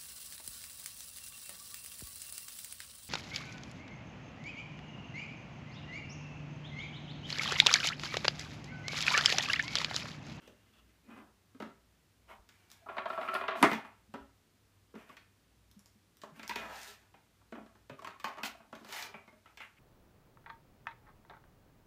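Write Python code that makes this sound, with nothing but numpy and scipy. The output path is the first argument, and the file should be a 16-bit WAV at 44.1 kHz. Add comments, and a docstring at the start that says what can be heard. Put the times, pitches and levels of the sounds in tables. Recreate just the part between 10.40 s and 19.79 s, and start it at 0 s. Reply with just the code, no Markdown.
"""Fur brushes card and rustles faintly at first, over a faint hum and hiss, then a paw taps: two cats
paw and nose a small cardboard box on the wooden floor of a small room, which rings briefly after them.
The pushed edge judders over the boards, then the box drops flat with a sharp knock; later it scrapes
and crunches. Blows excite damped panel modes, rubs are grains of friction noise, squeaks are wavering
tones, steps are dying low tones, and the microphone channel passes nothing above its band limit."""
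import sys
import numpy as np
from scipy import signal
from scipy.fft import rfft, irfft, next_fast_len
from scipy.io import wavfile
from scipy.ndimage import map_coordinates

SR = 44100
rng = np.random.default_rng(int(sys.argv[2]) if len(sys.argv) > 2 else 0)


def store_pcm(level_fs):
    """Save levels as 16-bit WAV."""
    pcm = np.round(np.clip(level_fs, -1, 1) * 32767).astype(np.int16)
    wavfile.write(sys.argv[1], SR, np.atleast_2d(pcm).T)


N = 414099
LENGTH = 32768  # samples in one blow or response
T = np.arange(LENGTH) / SR
HZ = np.fft.rfftfreq(LENGTH, 1 / SR)

# Every touch is described in four ranges: thud, knock, tap and tick. Knock sets the touch's level;
# thud, tap and tick are offsets from an ordinary touch of its kind.
# the four ranges, the lowest left open downwards: (low f/Hz, high f/Hz)
RANGES = [(110, 450), (450, 1500), (1500, 3200), (3200, 17000)]

# fur and flaps rub on the card, with a soft tap at 8.231 s:
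# (start t/s, length t/s, knock level/dB, thud/dB, brightness/dB)
BRUSHES = [(0.018, 0.064, -75, 7, 3), (0.14, 0.43, -84, 6.5, 7), (0.65, 0.035, -75, 8.5, 0),
           (0.693, 0.12, -56, 4, -10.5), (1.892, 0.029, -53.5, -15, -6.5), (2.127, 0.44, -79, -12, 10.5),
           (2.316, 0.0097, -75.5, -11, 18), (2.692, 0.33, -75.5, -7, 17.5), (3.174, 0.14, -59, 9, 12),
           (3.45, 0.012, -61, -16, -5), (4.56, 0.18, -67.5, -14, 1.5), (5.956, 0.084, -66, 1, 4.5),
           (8.231, 0.0091, -64.5, -4, -19), (9.063, 0.018, -67, -13, -2.5)]
# a loose flap scuffs the box with a thin rasp: (start t/s, length t/s, knock level/dB)
SCUFFS = [(4.693, .012, -72), (8.749, 0.0065, -69.5), (9.217, 0.0064, -59), (9.38, .03, -73)]
# a faint thin rustle, as of fur on fabric: (start t/s, length t/s, knock level/dB)
RUSTLES = [(0.02, 0.073, -72), (0.152, 0.14, -82), (0.339, 0.056, -76)]
# paws and teeth on the box: (t/s, knock level/dB, thud/dB, tap/dB, tick/dB, panel f/Hz, panel ring/dB)
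PAW_KNOCKS = [(0.076, -69.5, 12, 6, 16, 1090.0, -5), (1.146, -67, 12, -5, -2.5, 253, 1),
              (1.201, -46, 1, -7.5, -5.5, 810, -9), (1.222, -47, 2, -7, -5.5, 1350, -3),
              (2.09, -72.5, -5, 8.5, 19, 1530, -15), (3.214, -43.5, 3, -15, -8, 280, 4),
              (3.315, -39.5, 2, 1, -1.5, 953, -4), (3.331, -38.5, -15, -3, 0, 944, -0.5),
              (3.448, -53.5, -10, -5.5, -10.0, 1112, -3), (3.527, -68.5, -13.5, -6, -15, 1004, -1.5),
              (3.739, -44, -1.0, -10, -9, 571, -2.5), (4.539, -59.5, 7, -11, -22.5, 449, -0.5),
              (4.553, -57.5, 6, -4.5, -4, 235.0, 4), (4.586, -70, 7.5, -1.0, -5.0, 260.0, 1),
              (4.692, -63.5, 4, -2.0, 2, 1146, -9), (4.768, -64, -9.5, 7.5, 10.5, 1170, -5),
              (5.817, -75.5, 4.5, 13.5, 25.5, 2100.0, -10), (5.835, -47.5, -8.5, -12, -5, 1090, -6),
              (5.995, -50.5, -1.5, -2.5, -1, 887, 7), (6.031, -57.5, -8, 5.5, 10, 2150, -11.0),
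              (6.094, -48, -5.5, 6.5, 13, 960, 0.0), (6.109, -51.5, -11, 5.5, -9, 1650.0, -2),
              (6.158, -44.0, -3.5, 4, 8.5, 950, -8), (6.741, -60.5, -9.5, -5, -9.5, 820.0, -5.5),
              (7.012, -71, -12, -9.5, -10.5, 1112, -3), (7.122, -49, 4, -7.5, -10, 366, -7.5),
              (7.151, -53, -3, -7.5, -13, 295.0, 3.0), (7.177, -61, 10.5, -10, -16.5, 786, 2.0),
              (7.262, -62, 1, -9, -5, 638, -9), (7.352, -64.5, -2, -8.5, -5, 820, -7.5),
              (7.496, -50, 1.0, -5.5, -4.5, 559, -9), (7.592, -55.5, -6, -7, -2.5, 1124, 7),
              (7.621, -52.5, -15, -10.0, -3, 644, 2), (7.646, -46, -16.5, -5.5, -2, 1077, 5),
              (7.672, -47.5, -10.5, -3, -0.5, 1280, 0), (7.799, -58.5, -9, 2, 9, 1140, 8.0),
              (7.843, -37, -14, -4.5, -2, 1067, 4.5), (7.867, -44, -19, -21, -14, 843, -4),
              (7.883, -66.0, -14, 1, 16, 1220.0, -8.0), (7.972, -50.5, -8, -10, -9, 656, -6.0),
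              (7.983, -46.5, -11, -7, -9.5, 906, -7), (8.033, -44.0, -6, 6, 13, 2513, 0),
              (8.147, -57.5, -16, -19, -27.0, 670, 3), (8.2, -59.5, -7, -13, -17, 650, -3),
              (8.327, -47, -2.5, -11, -10.5, 642, -4.5), (8.352, -72, 4.5, 12.5, 20.5, 230.0, -9),
              (8.409, -63, 6, -19, -16.0, 640, -8), (8.447, -56, -3, -17, 4.5, 1390, -12),
              (8.489, -58.5, -9, -9, 11, 1400.0, -8.0), (8.525, -63.0, -14, 12.5, 25, 1420, -1.0),
              (8.625, -66.5, -14, 18.5, 33.5, 2400.0, 7), (8.74, -51, -3.5, -0.5, -18, 2320, 4),
              (8.877, -60.5, -4.5, 1.5, -2.5, 2130, 5), (8.925, -64, 3, -10.5, -9.5, 621, 0.5),
              (9.058, -62.0, -11.5, -2, -6.5, 1300, 5.5), (9.173, -62.5, -9.5, 8, 13, 1970, -13),
              (9.203, -54.0, -13.5, 3.5, -1.5, 1384, 1.5)]
# soft steps on the boards: (t/s, level/dB, pitch f/Hz)
STEPS = [(1.991, -50, 54), (3.689, -50.5, 216), (3.811, -48, 65.3), (5.365, -44, 201.5),
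         (5.553, -54.5, 212), (5.919, -46.5, 160), (7.51, -42, 141)]
# a claw tip clicks on the boards: (t/s, level/dB)
CLAW_CLICKS = [(2.302, -66.5), (2.316, -60), (2.942, -52), (5.314, -69.5), (5.393, -68), (5.459, -67),
               (5.77, -70), (6.0784, -52), (6.358, -60.5), (6.416, -60), (6.432, -57), (6.478, -60)]
# card slipping on card: (t/s, length t/s, level before the swell/dB, pitch f/Hz)
SQUEAKS = [(2.41, 0.05, -65, 690), (4.695, 0.016, -52, 1150), (6.092, 0.038, -40, 930),
           (6.14, 0.049, -47, 920), (6.465, 0.082, -62.5, 407), (7.585, 0.02, -52, 1163),
           (7.654, 0.047, -54, 1225), (7.747, 0.029, -60, 1085)]
# the pushed edge sticks and slips: (t/s, knock level/dB, tap/dB, tick/dB, panel f/Hz, panel ring/dB)
EDGE_SLIPS = [(2.459, -48, -18, -18, 820.0, -8), (2.485, -41, -6, -13, 1075.0, -18),
              (2.492, -42.5, -10, -7.5, 646.0, 1.0), (2.567, -39, -4.5, -1, 1100.0, -11),
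              (2.581, -35, 1, 1.5, 650.0, -3), (2.655, -33, -7.5, -3, 651.0, -3.5),
              (2.7, -36, -4.5, -1, 1359.0, -1), (2.727, -42.0, -3, -5.0, 985.0, -5.5),
              (2.774, -35.5, -9, -9, 1120.0, -4.5), (2.785, -37.5, -14, -17.5, 639.0, 1.5),
              (2.811, -39, -2, 0.5, 1400.0, -4), (2.827, -41, -2.5, -6, 1310.0, -5.5),
              (2.848, -45, -3.5, -7.5, 1310.0, -2.5), (2.875, -42.5, 1, -3, 1110.0, -1.5),
              (2.885, -35.5, 1.5, -1.5, 1348.0, 3.5), (2.911, -46, -2.0, -7, 1379.0, -3.5),
              (2.934, -38, -2.0, -1, 1386.0, -3), (2.949, -32.0, 0.5, 1, 1100.0, -3.0),
              (2.959, -37, 1, -2.5, 1360.0, 0.0), (3.01, -37.5, -1, -4.5, 1355.0, -3.5),
              (3.035, -38, -5.5, -13, 994.0, -5), (3.081, -32.5, 1.5, 5.5, 1360.0, -10.5),
              (3.106, -42, 1.5, 3.5, 580.0, -3.5), (3.116, -40.5, -1, -2, 1096.0, 3),
              (3.152, -37.5, -3.5, -1.5, 740.0, -6.5), (3.179, -43, -9.5, -6.5, 1095.0, -4.0)]
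# the edge grinds over the floor: (start t/s, length t/s, knock level/dB)
EDGE_GRIND = [(2.487, .71, -51)]
# the lifted box falls flat: (t/s, knock level/dB, thud/dB, tap/dB, tick/dB, panel f/Hz, panel ring/dB)
FALL = [(3.2272, -19.5, -5, -4.5, -3, 965.6, -4)]
# the box slides along the floor, or crunches briefly (the short middle curve);
# one curve per scrape or crunch: (t/s, knock level/dB, thud/dB, brightness/dB)
SCRAPE_CURVES = [
    [(6.16, -72, -10, -0.5), (6.2, -51.5, -7, -1), (6.26, -48.5, -0.5, -3), (6.32, -50.5, -10, -1),
     (6.35, -51.5, -16, 3.5), (6.385, -56.5, -7, 9), (6.44, -61, -9, 16), (6.49, -63, -11, 17.5),
     (6.56, -69.5, -6.5, 13), (6.72, -81, -5.5, 2)],
    [(8.034, -54, 1, 1), (8.045, -46.5, -1, 10), (8.06, -48.5, -6, 18.5), (8.08, -54, -13, 11),
     (8.12, -67, -17, 12), (8.2, -84, -11, 14)],
    [(8.39, -79, 3, 16), (8.45, -72, -9, 10), (8.505, -60, 4, 12), (8.535, -52.5, -10, 10),
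     (8.6, -50.5, -16, 12.5), (8.65, -52.5, -4, 11), (8.7, -60, 3, -1), (8.8, -67, -17, -11)],
]

# balance of an ordinary touch of each kind: (thud/dB, knock/dB, tap/dB, tick/dB)
CARD_BALANCE = [0, 0, 1, -10]
EDGE_BALANCE = [-15.5, -2, -5.5, -20]
CLAW_BALANCE = [-26, -8.5, -25.5, 0.5]
SCUFF_BALANCE = [-20.5, -19, 9.5, -9]
RUSTLE_BALANCE = [-10, 3, 5.5, 2]
SCRAPE_BALANCE = [-2.5, 2, -1, -9.5]
# how fast a finished stroke dies in each range: t60/s of thud, knock, tap and tick
STROKE_RELEASE_T60 = [0.24, 0.32, 0.2, .27]

# modes of the struck box: (f/Hz, level/dB, t60/s)
BOX_MODES = [(219.6, -1, 0.15), (274, -5, 0.33), (393, 0, 0.23), (434, -1.5, 0.14), (668, -11, 0.46),
             (750, -19.5, 0.073), (902, 6, 0.035), (972, 3, 0.094), (1114, 5.5, 0.056), (1244, -2, 0.28),
             (1352, -0.5, 0.17), (1530, -17, 0.071), (1700, -11.5, 0.17), (2035, 0, 0.15), (2187, 0, 0.16),
             (2470, 3, 0.17)]
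# modes of the box tilted on its edge: (f/Hz, level/dB, t60/s)
EDGE_MODES = [(382.2, -4, 0.43), (577, -2, 0.13), (653.6, 1.5, 0.16), (742, -3.5, .18), (980, -1.5, .15),
              (1115, 0, 0.3), (1274, -6, 0.084), (1362, 0.5, 0.095), (1436, -1, .16), (1650, -3, .18),
              (2410, -2, 0.13), (2461, -1.5, 0.22)]
# resonances of the rustle: (f/Hz, level/dB, t60/s)
FABRIC_MODES = [(2750, -2, 0.038), (3357, 6, 0.037)]

# colour of the card under paws: (f/Hz, level per Hz/dB)
CARD_COLOUR = [(30, -38.5), (110, -18), (210, -2), (410, -9.5), (500, -6), (640, 2.5), (1050, -5),
               (2300, -1.5), (3200, -9), (4800, -16.5), (7000, -21), (10300, -33), (12500, -29.5),
               (15000, -31)]
# colour of the flat fall: (f/Hz, level per Hz/dB)
SLAP_COLOUR = [(30, -33.5), (80, -27.5), (120, -15), (160, -4.5), (215, -2), (310, 5.5), (410, -2),
               (520, -9.5), (680, 1.5), (1000, -2), (1350, -2.5), (1650, -11), (2100, -4), (2700, -13.5),
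               (3200, -21.5), (4800, -26.5), (6500, -30.5), (10000, -35.5), (13000, -41), (15000, -52.5)]
# colour of the dragged edge: (f/Hz, level per Hz/dB)
DRAG_COLOUR = [(40, -44.5), (150, -25.5), (230, -8.5), (320, -15), (380, -6), (510, -15), (650, -1),
               (800, -5), (1080, -4.5), (1210, -4.5), (1380, -3.5), (1510, -16), (1630, -9.5), (1780, -9.5),
               (2500, -12.5), (3300, -19), (4400, -26), (5200, -37), (9000, -53), (15000, -57)]
# colour of a rubbed box, its hollow strong between 200 and 300 Hz: (f/Hz, level per Hz/dB)
RUB_COLOUR = [(50, -36.5), (160, -17.5), (215, 8.5), (285, 1), (350, -1.5), (500, -7.5), (800, 1),
              (1050, -3.5), (1450, -4.5), (1950, -5.5), (2450, -4), (3400, -12.5), (5000, -13.5),
              (15000, -18.5)]
# colour of the rustle: (f/Hz, level per Hz/dB)
FABRIC_COLOUR = [(100, -22), (1300, -13), (2100, -14), (2740, 6), (3340, -10), (4200, -16), (15000, -26)]
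# colour of a claw's click: (f/Hz, level per Hz/dB)
CLAW_COLOUR = [(100, -28.5), (2000, -6), (3800, -2.5), (5600, -1.5), (8000, -10), (15000, -15.5)]
# colour of a scraping or crunching box: (f/Hz, level per Hz/dB)
SCRAPE_COLOUR = [(50, -33), (220, -9.5), (400, -7.5), (500, -11), (700, 0.5), (1300, -6), (2300, 0),
                 (3200, -10.5), (4800, -13), (6500, -14.5), (10300, -21.5), (12500, -19), (15000, -21)]
# colour of the room's hiss and rumble: (f/Hz, level per Hz/dB)
QUIET_COLOUR = [(15, -51), (25, -23.5), (43, -14.5), (101, -7.5), (132, -12), (173, -11), (233, -13.5),
                (330, -15.5), (456, -19), (535, -21.5), (868, -24), (941, -23.5), (1370, -24),
                (3910, -27.5), (15400, -36)]
# lines of the hum: (f/Hz, rms level/dB)
HUM_LINES = [(59.5, -76), (99, -77)]
# decay of the small room: (f/Hz, t60/s)
ROOM_DECAY = [(100, 0.33), (250, 0.23), (700, 0.36), (2200, 0.36), (5000, 0.27), (14000, 0.2)]

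CARD_GIVE = 0.001  # s for a panel to take up a blow, before softness scales it
PANEL_DB, PANEL_T60 = -11, 0.048  # ordinary level (dB) and t60 (s) of the touched panel's ring
CLAW_HZ, CLAW_RING_DB = 5570, -12.5  # the thin ring after a claw's click
CRACK_FADES = 0.5  # dB of crack lost per dB of dullness
DETUNE = 0.007  # random share by which modes shift as the box is bent and held
TAP_SHARE = 0.57  # a brighter rub lifts the tick by its brightness, and the tap by this share of it
STROKE_ATTACK_S = 0.03  # a stroke swells, holds, then dies in the room
PRESSURE_HZ, PRESSURE_DB = 48.7, 2  # rate and spread of the wavering pressure of a rub
# the cat leans in harder from start to end of the push
PUSH_SWELL_DB, PUSH_BRIGHTENS_DB = 6, 7
SQUEAK_WAVER, SQUEAK_WAVER_HZ = 0.035, 150  # share by which the pitch wavers, and its rate
TOP_HZ = 15550  # band limit of the microphone channel


def amp(db):
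    """Decibels to gain."""
    return np.exp(np.asarray(db) * (np.log(10) / 20))


def unit(x):
    """Scaled to rms 1."""
    return x / np.sqrt(np.mean(x ** 2) + 1e-20)


def norm(x):
    """Scaled to energy 1."""
    return x / np.sqrt(np.sum(x ** 2) + 1e-20)


def along(points, hz):
    """Interpolate (f/Hz, value) points on a log axis."""
    f, v = np.transpose(points)
    return np.interp(np.log(hz + 1), np.log(f + 1), v)


def filtered(x, response):
    """x times a response of frequency."""
    m = next_fast_len(len(x) + LENGTH)
    return irfft(rfft(x, m) * response(np.fft.rfftfreq(m, 1 / SR)), m)[:len(x)]


def causal(points):
    """Minimum-phase response with the given colour, by folding its cepstrum."""
    cepstrum = irfft(np.log(amp(along(points, HZ))))
    cepstrum[1:LENGTH // 2] *= 2
    cepstrum[LENGTH // 2 + 1:] = 0
    return np.exp(rfft(cepstrum))


def band(lo, hi):
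    """Causal band-pass response; the lowest band is open downwards."""
    if lo <= RANGES[0][0]:
        sos = signal.butter(3, hi, fs=SR, output="sos")
    else:
        sos = signal.butter(3, [lo, hi], "band", fs=SR, output="sos")
    return signal.sosfreqz(sos, HZ, fs=SR)[1]


def coloured_ranges(colour):
    """Responses of the four ranges under one colour."""
    return causal(colour) * np.array([band(lo, hi) for lo, hi in RANGES])


def room():
    """A fresh diffuse tail of energy 1 that builds up after the first walls."""
    hz, t, z = signal.stft(rng.standard_normal(LENGTH), SR, nperseg=256)
    decay = amp(-60 * t / along(ROOM_DECAY, hz)[:, None])
    tail = signal.istft(z * decay, SR, nperseg=256)[1][:LENGTH]
    return norm(tail * (1 - np.exp(-(T / 0.0013) ** 2)))


def ring(modes, scatter_db):
    """Damped modes at new strengths and phases; each mode's dB sets its energy."""
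    hz, db, t60 = np.transpose(modes)[:, :, None]
    hz = hz * (1 + DETUNE * rng.standard_normal(hz.shape))
    t = T[:LENGTH // 2]
    size = amp(db + scatter_db * rng.standard_normal(db.shape)) / np.sqrt(t60)
    phase = rng.uniform(0, 2 * np.pi, db.shape)
    waves = size * np.exp(-np.log(1000) * t / t60) * np.sin(2 * np.pi * hz * t + phase)
    return norm(np.pad(waves.sum(0), (0, LENGTH - len(t))))


def burst(t60):
    """Dying noise of energy 1."""
    t = T[T < 2 * t60]
    noise = rng.standard_normal(len(t)) * np.exp(-np.log(1000) * t / t60)
    return np.pad(norm(noise), (0, LENGTH - len(t)))


def wobble(count, rate):
    """A smooth random curve of count samples, rate knots a second."""
    return map_coordinates(rng.standard_normal(512), [np.arange(count) * rate / SR], mode="wrap")


def contact(balance, db, thud_db=0, tap_db=0, tick_db=0):
    """Range levels: weight behind a contact adds thud, a stiff panel tap, a hard point tick."""
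    return db + np.add(balance, [thud_db, 0, tap_db, tick_db])


def friction(balance, db, thud_db, bright_db):
    """Range levels for a rub: a drier, lighter one is brighter."""
    return contact(balance, db, thud_db, TAP_SHARE * bright_db, bright_db)


def grains(count, rate, spread_db, smooth):
    """Friction force: fibres catch and let go at random, over a smooth hiss, under wavering pressure."""
    catches = rng.random(count) < rate / SR
    sizes = amp(spread_db * np.minimum(rng.exponential(size=count), 2))
    signs = rng.choice([-1, 1], count)
    force = unit(catches * sizes * signs) + smooth * rng.standard_normal(count)
    return force * amp(PRESSURE_DB * wobble(count, PRESSURE_HZ))


def rubbing(strokes, modes, colour, grain_rate, spread_db, smooth, ring_db, room_db,
            swell_db=0, brighten_db=0):
    """Dense grains of friction force drive the modes and the room."""
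    out = np.zeros(N)
    ranges = coloured_ranges(colour)
    growths = friction(0, swell_db, 0, brighten_db)
    for s, length, levels in strokes:
        count = LENGTH if length < 0.5 else 2 * LENGTH
        t = np.arange(count) / SR - STROKE_ATTACK_S
        force = grains(count, grain_rate, spread_db, smooth)
        body = 1 + rfft(amp(ring_db) * ring(modes, scatter_db=7.0) + amp(room_db) * room())
        envelope = np.minimum(1 + t / STROKE_ATTACK_S, 1) ** 2
        after = np.maximum(t - length, 0)
        progress = np.clip(t / length, 0, 1) - 0.5
        sound = np.zeros(count)
        for part, db, growth, t60 in zip(irfft(body * ranges), levels, growths, STROKE_RELEASE_T60):
            driven = unit(signal.fftconvolve(force, part)[:count])
            sound += driven * amp(db + growth * progress - 60 * after / t60)
        # the swell leads up to the start time
        at = round((s - STROKE_ATTACK_S) * SR) + np.arange(count)
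        inside = (at >= 0) & (at < N)
        out[at[inside]] += (envelope * sound)[inside]
    return out


def blows(rows, modes, colour, ring_db, crack_db, rattle_db, room_db, walls_db, shiver_t60):
    """A contact cracks; the box gives, shivers and rings, loose flaps rattle, the room answers."""
    out = np.zeros(N + LENGTH)
    ranges = coloured_ranges(colour)
    treble = (1 - 1j * 3500 / (HZ + 1)) ** -2  # the crack is treble only
    head = SR // 40  # levels hold over the first 25 ms
    for s, levels, panel_hz, panel_db in rows:
        # a dull contact is a soft one, and builds up more slowly
        dullness_db = max(levels[:2]) - levels[3]
        give = CARD_GIVE * np.clip(amp(dullness_db - 19), 0.3, 2.5)
        touched = amp(PANEL_DB + panel_db) * ring([(panel_hz, 0, PANEL_T60)], scatter_db=0)
        panels = burst(shiver_t60) + touched + amp(ring_db) * ring(modes, scatter_db=2.0)
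        panels *= 1 - np.exp(-(T / give) ** 2)
        rattle = np.zeros(LENGTH)
        for delay in rng.uniform(0.017, 0.11, size=3):
            rattle += amp(rattle_db - 170 * delay) * np.roll(burst(0.011), round(delay * SR))
        crack_gain = amp(crack_db - CRACK_FADES * max(dullness_db - 15, 0))
        blow = rfft(panels + rattle) + crack_gain * treble * rfft(burst(0.0033))
        # the walls return the blow's own ring, over a diffuse wash
        blow += rfft(room()) * (amp(walls_db) * blow + amp(room_db))
        parts = irfft(blow * ranges)
        parts /= np.sqrt(np.mean(parts[:, :head] ** 2, axis=1, keepdims=True))
        out[round(s * SR):][:LENGTH] += amp(levels) @ parts
    return out[:N]


def background():
    """Coloured noise for hiss and rumble; narrow noise lines for a household appliance's low hum."""
    air = unit(filtered(rng.standard_normal(N), lambda f: amp(along(QUIET_COLOUR, f))))
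    out = amp(-70.5) * air
    for hz, db in HUM_LINES:
        line = filtered(rng.standard_normal(N), lambda f: 1 / (1 + ((f - hz) / 2) ** 2))
        out += amp(db) * unit(line)
    return out


def brushing():
    """Fur and flaps rub and scuff the box, with one soft tap: grains drive the hollow card."""
    strokes = [(s, length, friction(CARD_BALANCE, *touch)) for s, length, *touch in BRUSHES]
    scuffs = [(s, length, contact(SCUFF_BALANCE, db)) for s, length, db in SCUFFS]
    return rubbing(strokes + scuffs, BOX_MODES, RUB_COLOUR, grain_rate=410, spread_db=-1, smooth=0.14,
                   ring_db=-12.0, room_db=2.5)


def rustling():
    """A faint thin rustle: sparser grains driving two high resonances."""
    rustles = [(s, length, contact(RUSTLE_BALANCE, db)) for s, length, db in RUSTLES]
    return rubbing(rustles, FABRIC_MODES, FABRIC_COLOUR, grain_rate=230, spread_db=0.5, smooth=0.14,
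                   ring_db=-8, room_db=2)


def pawing():
    """Paws and teeth knock on the box, each touched panel ringing at its own note."""
    knocks = [(s, contact(CARD_BALANCE, *touch), hz, panel_db)
              for s, *touch, hz, panel_db in PAW_KNOCKS]
    return blows(knocks, BOX_MODES, CARD_COLOUR, ring_db=-10.0, crack_db=1.0, rattle_db=-11.5,
                 room_db=-6.0, walls_db=-4.0, shiver_t60=0.041)


def stepping(t60, rise):
    """A padded paw bends a floorboard, which booms softly as a dying tone."""
    out = np.zeros(N + LENGTH)
    for s, db, hz in STEPS:
        envelope = amp(db - 0.5 - 60 * T / t60) * (1 - np.exp(-T / rise))
        out[round(s * SR):][:LENGTH] += envelope * np.sin(2 * np.pi * hz * T)
    return out[:N]


def clicking():
    """Claw tips click on the boards: a strong treble crack with a thin, high ring."""
    clicks = [(s, contact(CLAW_BALANCE, db), CLAW_HZ, CLAW_RING_DB) for s, db in CLAW_CLICKS]
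    return blows(clicks, BOX_MODES, CLAW_COLOUR, ring_db=-22.0, crack_db=8.0, rattle_db=-34.5,
                 room_db=-14.0, walls_db=-1, shiver_t60=0.0047)


def squeaking():
    """Card slips on card: a short, rough tone of wavering pitch that swells and stops."""
    out, t = np.zeros(N), T[:LENGTH // 8]
    for s, length, db, hz in SQUEAKS:
        pitch = hz * (1 + SQUEAK_WAVER * wobble(len(t), SQUEAK_WAVER_HZ))
        pressure = amp(PRESSURE_DB * wobble(len(t), SQUEAK_WAVER_HZ))
        tone = unit(np.sin(2 * np.pi * np.cumsum(pitch) / SR) * pressure)
        swell = np.sin(np.pi * np.minimum(t / length, 1))
        out[round(s * SR):][:len(t)] += amp(db) * tone * swell
    return out


def pushing():
    """The tilted box grinds along on its edge, ever harder, and judders in separate slips."""
    slips = [(s, contact(EDGE_BALANCE, db, 0, tap_db, tick_db), hz, panel_db)
             for s, db, tap_db, tick_db, hz, panel_db in EDGE_SLIPS]
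    grind = [(s, length, contact(EDGE_BALANCE, db)) for s, length, db in EDGE_GRIND]
    judder = blows(slips, EDGE_MODES, DRAG_COLOUR, ring_db=-13.0, crack_db=-6.5, rattle_db=-15.0,
                   room_db=-13.0, walls_db=-7.5, shiver_t60=0.072)
    return judder + rubbing(grind, EDGE_MODES, DRAG_COLOUR, grain_rate=490, spread_db=-4.0, smooth=0.37,
                            ring_db=-13.5, room_db=9.5,
                            swell_db=PUSH_SWELL_DB, brighten_db=PUSH_BRIGHTENS_DB)


def falling():
    """The box slaps flat on the boards: a hard crack and a long shiver of the panels."""
    slap = [(s, contact(CARD_BALANCE, *touch), hz, panel_db) for s, *touch, hz, panel_db in FALL]
    return blows(slap, BOX_MODES, SLAP_COLOUR, ring_db=-13.5, crack_db=8.0, rattle_db=-16.0,
                 room_db=-6.5, walls_db=-14.0, shiver_t60=0.15)


def scraping(ring_db, room_db):
    """The box scrapes over the boards or crunches: grains whose level and brightness follow curves."""
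    out = np.zeros(N + LENGTH)
    ranges = coloured_ranges(SCRAPE_COLOUR)
    for curve in SCRAPE_CURVES:
        times = np.array([row[0] for row in curve])
        levels = np.array([friction(SCRAPE_BALANCE, *touch) for s, *touch in curve])
        body = 1 + rfft(amp(ring_db) * ring(BOX_MODES, scatter_db=-5.5) + amp(room_db) * room())
        force = grains(LENGTH, rate=420, spread_db=3.5, smooth=0.38)
        parts = irfft(rfft(force) * body * ranges)
        for part, db in zip(parts, levels.T):
            gain = amp(np.interp(times[0] + T, times, db, right=-np.inf))
            out[round(times[0] * SR):][:LENGTH] += unit(part) * gain
    return out[:N]


def scene():
    """Every touch of the cats and the box, over the quiet of the room, in one channel."""
    mix = background() + brushing() + rustling() + pawing()
    mix += stepping(t60=0.12, rise=0.0062) + clicking() + squeaking()
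    mix += pushing() + falling() + scraping(ring_db=-5.5, room_db=5.5)
    return mix[None]


def record(dry):
    """The microphone channel passes nothing above its band limit."""
    return filtered(dry[0], lambda hz: hz < TOP_HZ)[None]


dry = scene()
out = record(dry)
store_pcm(out)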